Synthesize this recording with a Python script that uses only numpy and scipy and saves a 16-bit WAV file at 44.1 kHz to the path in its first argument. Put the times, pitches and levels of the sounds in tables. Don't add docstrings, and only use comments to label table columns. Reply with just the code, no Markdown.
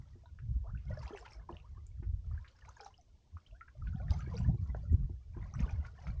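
import sys
import numpy as np
from scipy import signal
from scipy.fft import rfft, irfft
from scipy.io import wavfile
from scipy.ndimage import uniform_filter1d

SR = 44100
rng = np.random.default_rng(int(sys.argv[2]) if len(sys.argv) > 2 else 0)


def transcribe(u):
    v = np.clip(np.atleast_2d(u).T, -1, 1)
    q = np.round(v * 32767).astype(np.int16)
    wavfile.write(sys.argv[1], SR, q)


N = 273420
TIME = np.arange(N) / SR

# t/s, churn level/dB, splash level/dB
STROKES = [
    [(.84, -87, -83.5), (.92, -61, -81.5), (1.01, -67.5, -71), (1.1, -63, -76.5), (1.18, -66, -68.5),
     (1.27, -66.5, -76), (1.34, -72, -76), (1.43, -72, -103)],
    [(2.25, -84, -91), (2.33, -78, -89), (2.48, -78, -85.5), (2.54, -84.5, -85), (2.68, -71.5, -78),
     (2.75, -83.5, -85), (2.81, -64.5, -71), (2.86, -70.5, -73), (2.92, -83, -87)],
    [(3.8, -80, -86.5), (4.06, -75.5, -86), (4.12, -59, -67.5), (4.21, -72, -72), (4.27, -66, -84),
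     (4.37, -62, -67), (4.45, -65, -78.5), (4.53, -89, -90.5), (4.7, -70, -83)],
    [(5.33, -88, -85), (5.37, -68, -85), (5.57, -74.5, -80), (5.6, -61, -71.5), (5.7, -62.5, -76),
     (5.77, -67, -86.5), (5.86, -64, -75.5), (5.93, -76, -88), (6.08, -64, -70.5), (6.19, -76, -94)],
]
# t/s, churn level/dB, splash level/dB
BLADE_DIPS = [(0, -81.5, -84.5), (1.488, -72, -81.5), (3.37, -87.5, -85), (4.752, -73, -82)]
# f/Hz, relative level/dB
GURGLE_SPECTRUM = [(380, -0.5), (550, 1), (850, 6.5), (1300, 8.5), (1800, 5.5), (2300, 4)]
SPRAY_SPECTRUM = [(2200, 7.5), (3000, -12.5), (3800, 0.5), (4900, -6.5), (6000, -9), (7200, 9.5),
                  (8500, -23)]
DROPLET_SPECTRUM = [(1900, -7), (2600, -6), (3600, -2), (5200, -0.5), (6600, -10)]
# f/Hz, relative level/dB
SLOSH_SPECTRUM = [(150, -33.5), (330, -12.5), (480, -0.5), (850, -1.5), (1400, -14.5), (2100, -15),
                  (3200, -19), (6000, -50.5)]
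SHEET_SPECTRUM = [(200, -45.5), (1200, 1.5), (2200, -11.5), (3500, -12.5), (5000, -7), (6300, -9.5),
                  (8000, -27), (9500, -27.5)]
# loudest at t/s, f/Hz, level/dB, swell/s, ring/s, glide/(octaves per s)
PLOPS = [(.237, 674, -59.5, 0.00036, .008, -0.5), (.259, 938, -57.5, .0015, 0.0074, 6),
         (.657, 625, -52.5, .002, 0.015, 18), (.655, 875, -67, .012, .005, 24),
         (.672, 1188, -58, 0.011, .007, 29.5), (.7, 1305, -57, 0.014, .006, 44.5),
         (.749, 1450, -51.5, 0.0014, 0.0061, 20), (.909, 591, -41.5, 0.0038, 0.006, 6),
         (.976, 590, -42, 0.0025, 0.0085, 8), (1.032, 942, -47, 0.0031, .005, -14),
         (1.07, 773, -49.5, 0.002, 0.0097, 0.5), (1.131, 428.5, -42.5, 0.00098, 0.021, -5),
         (1.15, 790, -39, 0.00025, 0.0018, 4), (1.215, 448, -53.5, 0.0098, 0.01, -7.5),
         (1.253, 1340, -52, .003, 0.0088, 27.5), (1.267, 899, -48, .005, 0.0018, -5.5),
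         (1.494, 976, -37, 0.0028, 0.00088, 12.5), (1.5, 352, -42.5, .005, 0.0031, -11.5),
         (1.649, 1003, -60, 0.0067, 0.0066, 18.5), (1.781, 1166, -58, .012, 0.0025, 12.5),
         (2.314, 1152, -55.5, 0.0014, 0.0035, 53), (2.379, 1610, -51.5, 0.0023, 0.003, 31),
         (2.624, 1800, -58, .0035, 0.0068, -14), (2.688, 947, -51.5, 0.0091, 0.0038, 26),
         (2.77, 1660, -53.5, 0.00085, 0.0066, -8), (2.697, 1336, -53.5, .007, .0012, 29.5),
         (2.769, 950, -54.5, 0.0028, .0046, -1), (2.804, 821, -46.5, .0013, 0.021, -1.5),
         (2.814, 458, -57, .002, .021, -4.5), (2.864, 806, -41.5, 0.0019, 0.0072, -3.5),
         (2.909, 1008, -62.5, 0.0055, .01, 3.5), (2.989, 750, -62, .003, .015, -9),
         (3.371, 1210, -45, 0.0016, 0.00094, 27), (3.526, 624, -63.5, .002, 0.021, 5.5),
         (3.552, 1466, -63, 0.0041, 0.012, 11.5), (3.617, 1358, -43.5, 0.005, 0.0044, 9.5),
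         (3.683, 1607, -54.5, 0.0035, .0024, -23.5), (3.754, 608, -59.5, 0.0022, .008, -2),
         (3.825, 1275, -50, 0.0042, .0013, -12), (3.873, 1540, -49.5, 0.0019, 0.0036, -20),
         (3.935, 1367, -57, 0.0028, .008, 18.5), (3.961, 737, -57.5, 0.0023, .017, 4),
         (4.001, 1440, -53.5, 0.0028, .003, 4), (4.005, 529, -52.5, 0.0034, 0.03, 12),
         (4.006, 738, -51, 0.0068, 0.0076, 14), (4.124, 830, -46, 0.0073, 0.00086, -5),
         (4.149, 837, -50.5, 0.0012, .009, 12), (4.195, 1290, -50, 0.0026, 0.01, 14.5),
         (4.226, 1277, -54.5, 0.013, 0.0026, 4), (4.278, 375, -43, .005, 0.0016, 58),
         (4.325, 1010, -51, .009, 0.013, -6.5), (4.344, 488, -43.5, 0.0039, 0.022, -7.5),
         (4.497, 715, -48.5, 0.0082, 0.0078, 33), (4.749, 602, -32, 0.00021, 0.0011, 0),
         (4.84, 574, -57.5, 0.0061, .01, 0.5), (5.351, 917, -57.5, .0014, .003, 9),
         (5.371, 886, -53.5, 0.0018, 0.0019, 10), (5.428, 1864, -54, 0.00042, .004, 39),
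         (5.459, 1056, -55, 0.0015, .006, 3), (5.541, 1180, -46, 0.0014, 0.0022, 32),
         (5.605, 473, -52, 0.0046, .008, 5.5), (5.639, 1240, -54, .011, 0.0085, 16.5),
         (5.666, 419, -46, .003, 0.0043, 31), (5.681, 1510, -49.5, 0.0024, .003, 8),
         (5.699, 768, -46.5, 0.00047, 0.0034, 53), (5.849, 1456, -51, 0.0028, 0.0055, -9.5),
         (5.991, 720, -57.5, 0.003, 0.017, 25)]
# t/s, f/Hz, level/dB, ring/s
DRIPS = [(0.259, 3750, -64, 0.0031), (.259, 1430, -60.5, .002), (0.389, 1550, -49, 0.00065),
         (0.776, 2610, -57, 0.0021), (.993, 4660, -53.5, 0.0022), (1.06, 2190, -48, 0.00068),
         (1.079, 5070, -48, 0.00022), (1.08, 2600, -50.5, .0012), (1.164, 2610, -49.5, .0008),
         (1.174, 1820, -44, .001), (1.176, 2730, -46, 0.00091), (1.281, 2630, -52, .0008),
         (1.312, 5470, -54, .0005), (1.321, 2320, -52, .0007), (1.335, 5260, -48.5, 0.00086),
         (1.527, 2880, -57, .0017), (1.569, 2890, -45, 0.00044), (1.601, 2670, -55, 0.0011),
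         (1.868, 7190, -54, 0.0001), (2.651, 2260, -55, 0.0018), (2.692, 6370, -49, 0.00014),
         (2.768, 6630, -59, .002), (2.797, 2320, -55.5, 0.0025), (2.804, 1440, -46, 0.00072),
         (2.81, 5200, -44, 0.0002), (2.848, 5770, -46, 0.00036), (2.942, 2850, -58, 0.0037),
         (2.98, 5130, -57, .0006), (3.013, 6020, -59, 0.00043), (3.465, 3000, -57, 0.0045),
         (3.512, 2714, -62, 0.0022), (3.611, 1970, -44, .0007), (3.873, 2460, -53, 0.00044),
         (3.96, 3280, -61.5, 0.0009), (4.017, 2280, -60.5, .002), (4.083, 1776, -52, .005),
         (4.108, 4750, -43.5, 0.0007), (4.108, 3610, -49, .002), (4.136, 6117, -51, 0.0013),
         (4.369, 4700, -45, .0015), (4.377, 2410, -50.5, 0.0024), (4.378, 5630, -44.5, 0.00027),
         (4.748, 1450, -43, 0.0013), (4.93, 7060, -61.5, .0006), (5.54, 5900, -47, 0.00054),
         (5.594, 2370, -51, .0008), (5.602, 1850, -50.5, .0035), (5.605, 6400, -50.5, .0006),
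         (5.627, 2510, -48, .0007), (5.695, 2350, -47.5, .002), (5.71, 5900, -55, 0.00057),
         (6.07, 1320, -41.5, 0.00022), (6.071, 2210, -46.5, 0.0013)]
# t/s, centre f/Hz, level before fading/dB, decay/s
SPLATS = [(.388, 1880, -63, 0.0086), (.638, 590, -59, 0.034), (.776, 2090, -74, .043),
          (1.026, 1700, -60, 0.018), (1.074, 3500, -62.5, 0.017), (1.171, 4500, -65, .012),
          (1.256, 2240, -54.5, 0.011), (1.319, 5500, -67, 0.011), (1.491, 650, -53.5, .041),
          (1.568, 3200, -77, .018), (1.866, 6500, -58, 0.0024), (2.026, 1500, -63.5, 0.013),
          (2.344, 1440, -68, 0.025), (2.442, 1550, -60.5, 0.023), (2.477, 3000, -43, 0.0031),
          (2.649, 1550, -52, 0.0039), (2.845, 4870, -68, 0.0035), (3.372, 1430, -64.5, 0.0052),
          (3.467, 3300, -65, .006), (3.612, 1760, -69, 0.01), (3.68, 1500, -54, 0.0053),
          (3.873, 2600, -62.5, 0.009), (4.077, 1780, -62, 0.0073), (4.105, 3960, -31.5, 0.0014),
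          (4.204, 2180, -57.5, 0.013), (4.75, 1190, -57, 0.0033), (5.366, 1100, -58, 0.01),
          (5.548, 1170, -37.5, 0.0037), (5.592, 2200, -53, 0.012), (5.697, 2480, -64, 0.019),
          (5.847, 1720, -56, 0.012), (6.07, 2800, -62, 0.012)]
# t/s, level/dB, brightness/(dB per octave)
GLUGS_AND_KNOCKS = [(0.155, -50.5, -8), (1.105, -39.5, 2.5), (1.35, -58, 9), (1.504, -38, -5),
                    (1.776, -56.5, 0), (2.024, -45, -3), (4.541, -41, -4), (4.926, -36.5, -18),
                    (5.093, -42.5, -6), (5.366, -40, -4)]
# f/Hz, relative level/dB, (time to fade by 60 dB)/s
HOLLOW_TONES = [(195, 2, 0.022), (233.4, -12, 0.11), (343.3, -3.5, 0.095), (450, -19.5, 0.18),
                (489, -25.5, 0.13), (670, -9, 0.025), (814, -14, 0.076), (955, -6, 0.02)]
# t/s, relative level/dB, sharpness/dB
GUSTS = [(0, -60, 7), (.26, -59, -6.5), (.38, -53, -6), (.5, -45.5, 1.5), (.67, -44, -22), (.76, -37, 0),
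         (.84, -49.5, -6), (.9, -39.5, 6.5), (1.06, -56, 9.5), (1.13, -65.5, -19), (1.3, -57.5, 0.5),
         (1.55, -53.5, 4), (1.63, -60, -7), (1.8, -47.5, -9), (1.94, -51, -17), (2.02, -44, -2),
         (2.12, -36, -14), (2.21, -47.5, -10), (2.31, -37.5, -10), (2.53, -66, -14), (2.68, -53, -7),
         (2.78, -69, -7), (3.0, -68, -9), (3.13, -65.5, -10), (3.28, -73, 6), (3.44, -69.5, 6),
         (3.54, -48.5, -24), (3.66, -69, -5), (3.74, -62.5, -15.5), (3.8, -46.5, 2.5), (3.94, -37.5, -0.5),
         (4.04, -42.5, 7), (4.19, -39, 4.5), (4.32, -40.5, 11.5), (4.5, -37.5, 12), (4.62, -39.5, 2),
         (4.85, -43.5, 2), (4.98, -34, 7), (5.13, -39.5, -6), (5.25, -53.5, -20), (5.38, -48.5, 7.5),
         (5.45, -39.5, -1), (5.61, -37, 11.5), (5.8, -40, -2), (5.95, -52, -3), (6.1, -44, 8.5),
         (6.2, -39.5, -32)]
# f/Hz, relative level/dB
RUMBLE_SPECTRUM = [(10, -35), (20, -19.5), (35, -2.5), (55, 3.5), (80, 1), (120, -4), (165, -12),
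                   (240, -27.5), (340, -39), (500, -51), (900, -63), (2000, -88.5)]
# t/s, f/Hz, level/dB, half length/s
BUFFETS = [(0.148, 85.4, -48, .02), (0.436, 123, -42.5, 0.014), (.565, 59.3, -26, 0.021),
           (.74, 137, -36.5, 0.0046), (1.055, 61.3, -39, 0.017), (1.386, 55.6, -43.5, 0.032),
           (2.003, 92.5, -33.5, 0.0075), (2.127, 75, -37, 0.036), (3.358, 83, -40, 0.021),
           (3.953, 114, -27, 0.0039), (4.112, 76.5, -20, 0.0079), (4.404, 143, -27, 0.0055),
           (4.435, 70, -27.5, 0.0099), (4.55, 110, -24.5, 0.0075), (4.699, 67.6, -28, 0.015),
           (4.92, 74.3, -21, 0.012), (4.946, 78, -16, 0.0083), (5.607, 162, -27.5, 0.0038),
           (5.64, 55.5, -25, 0.019), (5.8, 71, -27.5, 0.016)]
# f/Hz, relative level/dB
HUSH_SPECTRUM = [(20, 15.5), (70, 12), (130, 4.5), (190, 6), (300, 3.5), (700, -8.5), (1500, -19.5),
                 (3000, -12.5), (4200, -14), (5400, -12.5), (6500, -14.5), (8000, -23), (9500, -33)]


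def strokes(gurgle_db=3.0, slosh_db=-0.5, spray_db=-1.5, sheet_db=2.5, breaking_db=-69.0):
    churn, splash = stirring()
    gurgle = swarm(GURGLE_SPECTRUM, per_s=420, cycles=5.44, spread_db=6.0, glide=12, pitches=70)
    gurgle = gain_of(gurgle_db) * steadied(gurgle, span_s=.075)
    spray = swarm(SPRAY_SPECTRUM, per_s=150, cycles=6.3, spread_db=15, glide=17, pitches=70)
    spray = gain_of(spray_db) * steadied(spray, span_s=.022)
    slosh = gain_of(slosh_db) * ragged(noise(SLOSH_SPECTRUM), depth_db=.5, span_s=.024)
    sheet = gain_of(sheet_db) * ragged(noise(SHEET_SPECTRUM), depth_db=4.5, span_s=.0072)
    breaking = churn / (churn + gain_of(breaking_db))
    return churn * (gurgle + breaking * slosh) + splash * (spray + sheet)


def stirring(lap_db=-88.5, settle_s=.025, wake_s=.18):
    power = np.zeros((2, N))
    power[0] = gain_of(lap_db) ** 2
    for stroke in STROKES:
        start, end = stroke[0][0], stroke[-1][0]
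        outside_s = np.maximum(start - TIME, 0) + np.maximum(TIME - end, 0)
        power += (gain_of(curves(stroke)) * np.exp(-outside_s / settle_s)) ** 2
    for s, churn_db, splash_db in BLADE_DIPS:
        wake = (TIME > s) * np.exp(-abs(TIME - s) / wake_s)
        power += (gain_of([[churn_db], [splash_db]]) * wake) ** 2
    return np.sqrt(power)


def bubble(hz, swell_s, ring_s, glide):
    swell_s = np.hypot(swell_s, .0006)
    t = np.arange(-4 * swell_s, 7 * ring_s, 1 / SR)
    loudness = np.where(t < 0, np.exp(-abs(t / swell_s) ** 1.5), np.exp(-abs(t) / ring_s))
    pitch = hz * 2 ** (.5 * np.tanh(2 * glide * t))
    return -t[0], loudness * np.sin(2 * np.pi * (np.cumsum(pitch) / SR + rng.random()))


def swarm(spectrum, per_s, cycles, spread_db, glide, pitches):
    out, tries = np.zeros(N), 100
    chance = per_s * TIME[-1] / (tries * pitches)
    for hz in np.geomspace(spectrum[0][0], spectrum[-1][0], pitches):
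        ring_s = cycles / hz * 2 ** rng.uniform(-1.1, 1)
        swell_s = ring_s * rng.uniform(.3, 1)
        _, sound = bubble(hz, swell_s, ring_s, glide * rng.uniform(-.14, 1))
        sound *= gain_at(spectrum, hz)
        for when, faintness, dice in rng.random((tries, 3)):
            if dice < chance:
                db = -spread_db * np.log(faintness + .021)
                add(out, when * TIME[-1], gain_of(db) * sound)
    return out


def trickle(blips_db=-11.0, droplets_db=0.5):
    churn, splash = stirring()
    blips = swarm(GURGLE_SPECTRUM, per_s=37, cycles=7.5, spread_db=4.5, glide=11, pitches=40)
    blips = gain_of(blips_db) * steadied(blips, span_s=.15)
    droplets = swarm(DROPLET_SPECTRUM, per_s=75, cycles=4.5, spread_db=5.0, glide=18, pitches=30)
    droplets = gain_of(droplets_db) * steadied(droplets, span_s=.047)
    return churn * blips + splash * droplets


def plops():
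    out = np.zeros(N)
    for s, hz, db, swell_s, ring_s, glide in PLOPS:
        lead_s, sound = bubble(hz, swell_s, ring_s, glide)
        add(out, s - lead_s, gain_of(db) * sound)
    return out


def drips():
    out = np.zeros(N)
    for s, hz, db, ring_s in DRIPS:
        lead_s, sound = bubble(hz, swell_s=.0007, ring_s=ring_s, glide=26.0)
        add(out, s - lead_s, gain_of(db) * sound)
    return out


def splats(width_octaves=.47, attack_s=.003):
    out, t = np.zeros(N), np.arange(4096) / SR
    hz = np.fft.rfftfreq(len(t), 1 / SR) + 1
    attack = 1 - np.exp(-(t / attack_s) ** 2)
    for s, centre_hz, db, decay_s in SPLATS:
        droplets = clicks(len(t), share=.06)
        band = np.exp(-.5 * (np.log2(hz / centre_hz) / width_octaves) ** 2)
        burst = unit_level(irfft(rfft(droplets) * band))
        add(out, s, gain_of(db) * burst * np.exp(-t / decay_s) * attack)
    return out


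def with_echoes(x, echo_db=-8.0, fade_s=.13, step_s=.12, tails=5):
    t, out = np.arange(SR // 4) / SR, x.copy()
    for k in range(tails):
        tail = clicks(len(t), share=.08) * gain_of(-60 * t / fade_s) * (t > .002)
        turn = (TIME / step_s - k + 1) % tails
        blend = np.sin(np.pi / 2 * turn) * (turn < 2)
        out += gain_of(echo_db) * signal.oaconvolve(x * blend, tail / np.linalg.norm(tail))[:N]
    return out


def glugs_and_knocks(attack_s=.003):
    out, t = np.zeros(N), np.arange(SR // 5) / SR
    attack = 1 - np.exp(-(t / attack_s) ** 2)
    for s, db, brightness in GLUGS_AND_KNOCKS:
        for hz, tone_db, fade_s in HOLLOW_TONES:
            tilt_db = brightness * np.log2(hz / HOLLOW_TONES[2][0])
            ring = gain_of(db + tone_db + tilt_db - 60 * t / fade_s) * attack
            add(out, s, ring * np.sin(2 * np.pi * (hz * t + rng.random())))
    return out


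def wind(boost_db=2.0, flutter_db=-12.0, split_hz=111.6):
    gust_db, sharp_db = curves(GUSTS)
    air = noise(RUMBLE_SPECTRUM)
    deep = signal.sosfiltfilt(signal.butter(4, split_hz, fs=SR, output="sos"), air)
    rumble = steadied(deep, span_s=.035)
    flutter = gain_of(flutter_db + sharp_db) * steadied(air - deep, span_s=.23)
    lumps = ragged(np.ones(N), depth_db=3.92, span_s=.034)
    return gain_of(gust_db + boost_db) * lumps * (rumble + flutter)


def buffets(core_hz=184.6, core_s=.0036, core_db=-16.5):
    out = np.zeros(N)
    for s, hz, db, half_s in BUFFETS:
        t = TIME - s
        swing = -np.exp(-(t / half_s) ** 2) * np.sin(2 * np.pi * hz * t)
        flap = np.exp(-(t / core_s) ** 2) * np.sin(2 * np.pi * (core_hz * t + rng.random()))
        out += gain_of(db) * (swing + gain_of(core_db) * flap)
    return out


def hush(level_db=-73.5):
    return gain_of(level_db) * noise(HUSH_SPECTRUM)


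def gain_of(db):
    return 10 ** (np.asarray(db) / 20)


def gain_at(spectrum, hz):
    f, db = np.transpose(spectrum)
    return gain_of(np.interp(np.log(hz + 1), np.log(f + 1), db))


def unit_level(x):
    return x / np.sqrt(np.mean(x ** 2) + 1e-20)


def curves(rows):
    s, *columns = np.transpose(rows)
    return [np.interp(TIME, s, column) for column in columns]


def add(mix, s, sound):
    part = mix[max(round(s * SR), 0):][:len(sound)]
    part += sound[:len(part)]


def clicks(length, share):
    return rng.standard_normal(length) * (rng.random(length) < share)


def noise(spectrum):
    white = rfft(rng.standard_normal(N))
    return unit_level(irfft(white * gain_at(spectrum, np.fft.rfftfreq(N, 1 / SR)), N))


def smoothed(x, span_s):
    size = int(span_s * SR)
    return uniform_filter1d(uniform_filter1d(x, size), size)


def steadied(x, span_s):
    power = smoothed(unit_level(x) ** 2, span_s)
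    return x / np.sqrt(np.mean(x ** 2) * (abs(power) + .01))


def ragged(x, depth_db, span_s):
    flicker = unit_level(smoothed(rng.standard_normal(N), span_s))
    return unit_level(x * gain_of(depth_db * flicker))


def scene():
    water = with_echoes(plops() + drips() + splats() + strokes() + trickle())
    return (water + glugs_and_knocks() + wind() + buffets() + hush())[None]


def record(dry):
    low_pass = signal.firwin(255, cutoff=9300, window=("kaiser", 8), fs=SR)
    return signal.oaconvolve(dry, low_pass[None], "same")


dry = scene()
out = record(dry)
transcribe(out)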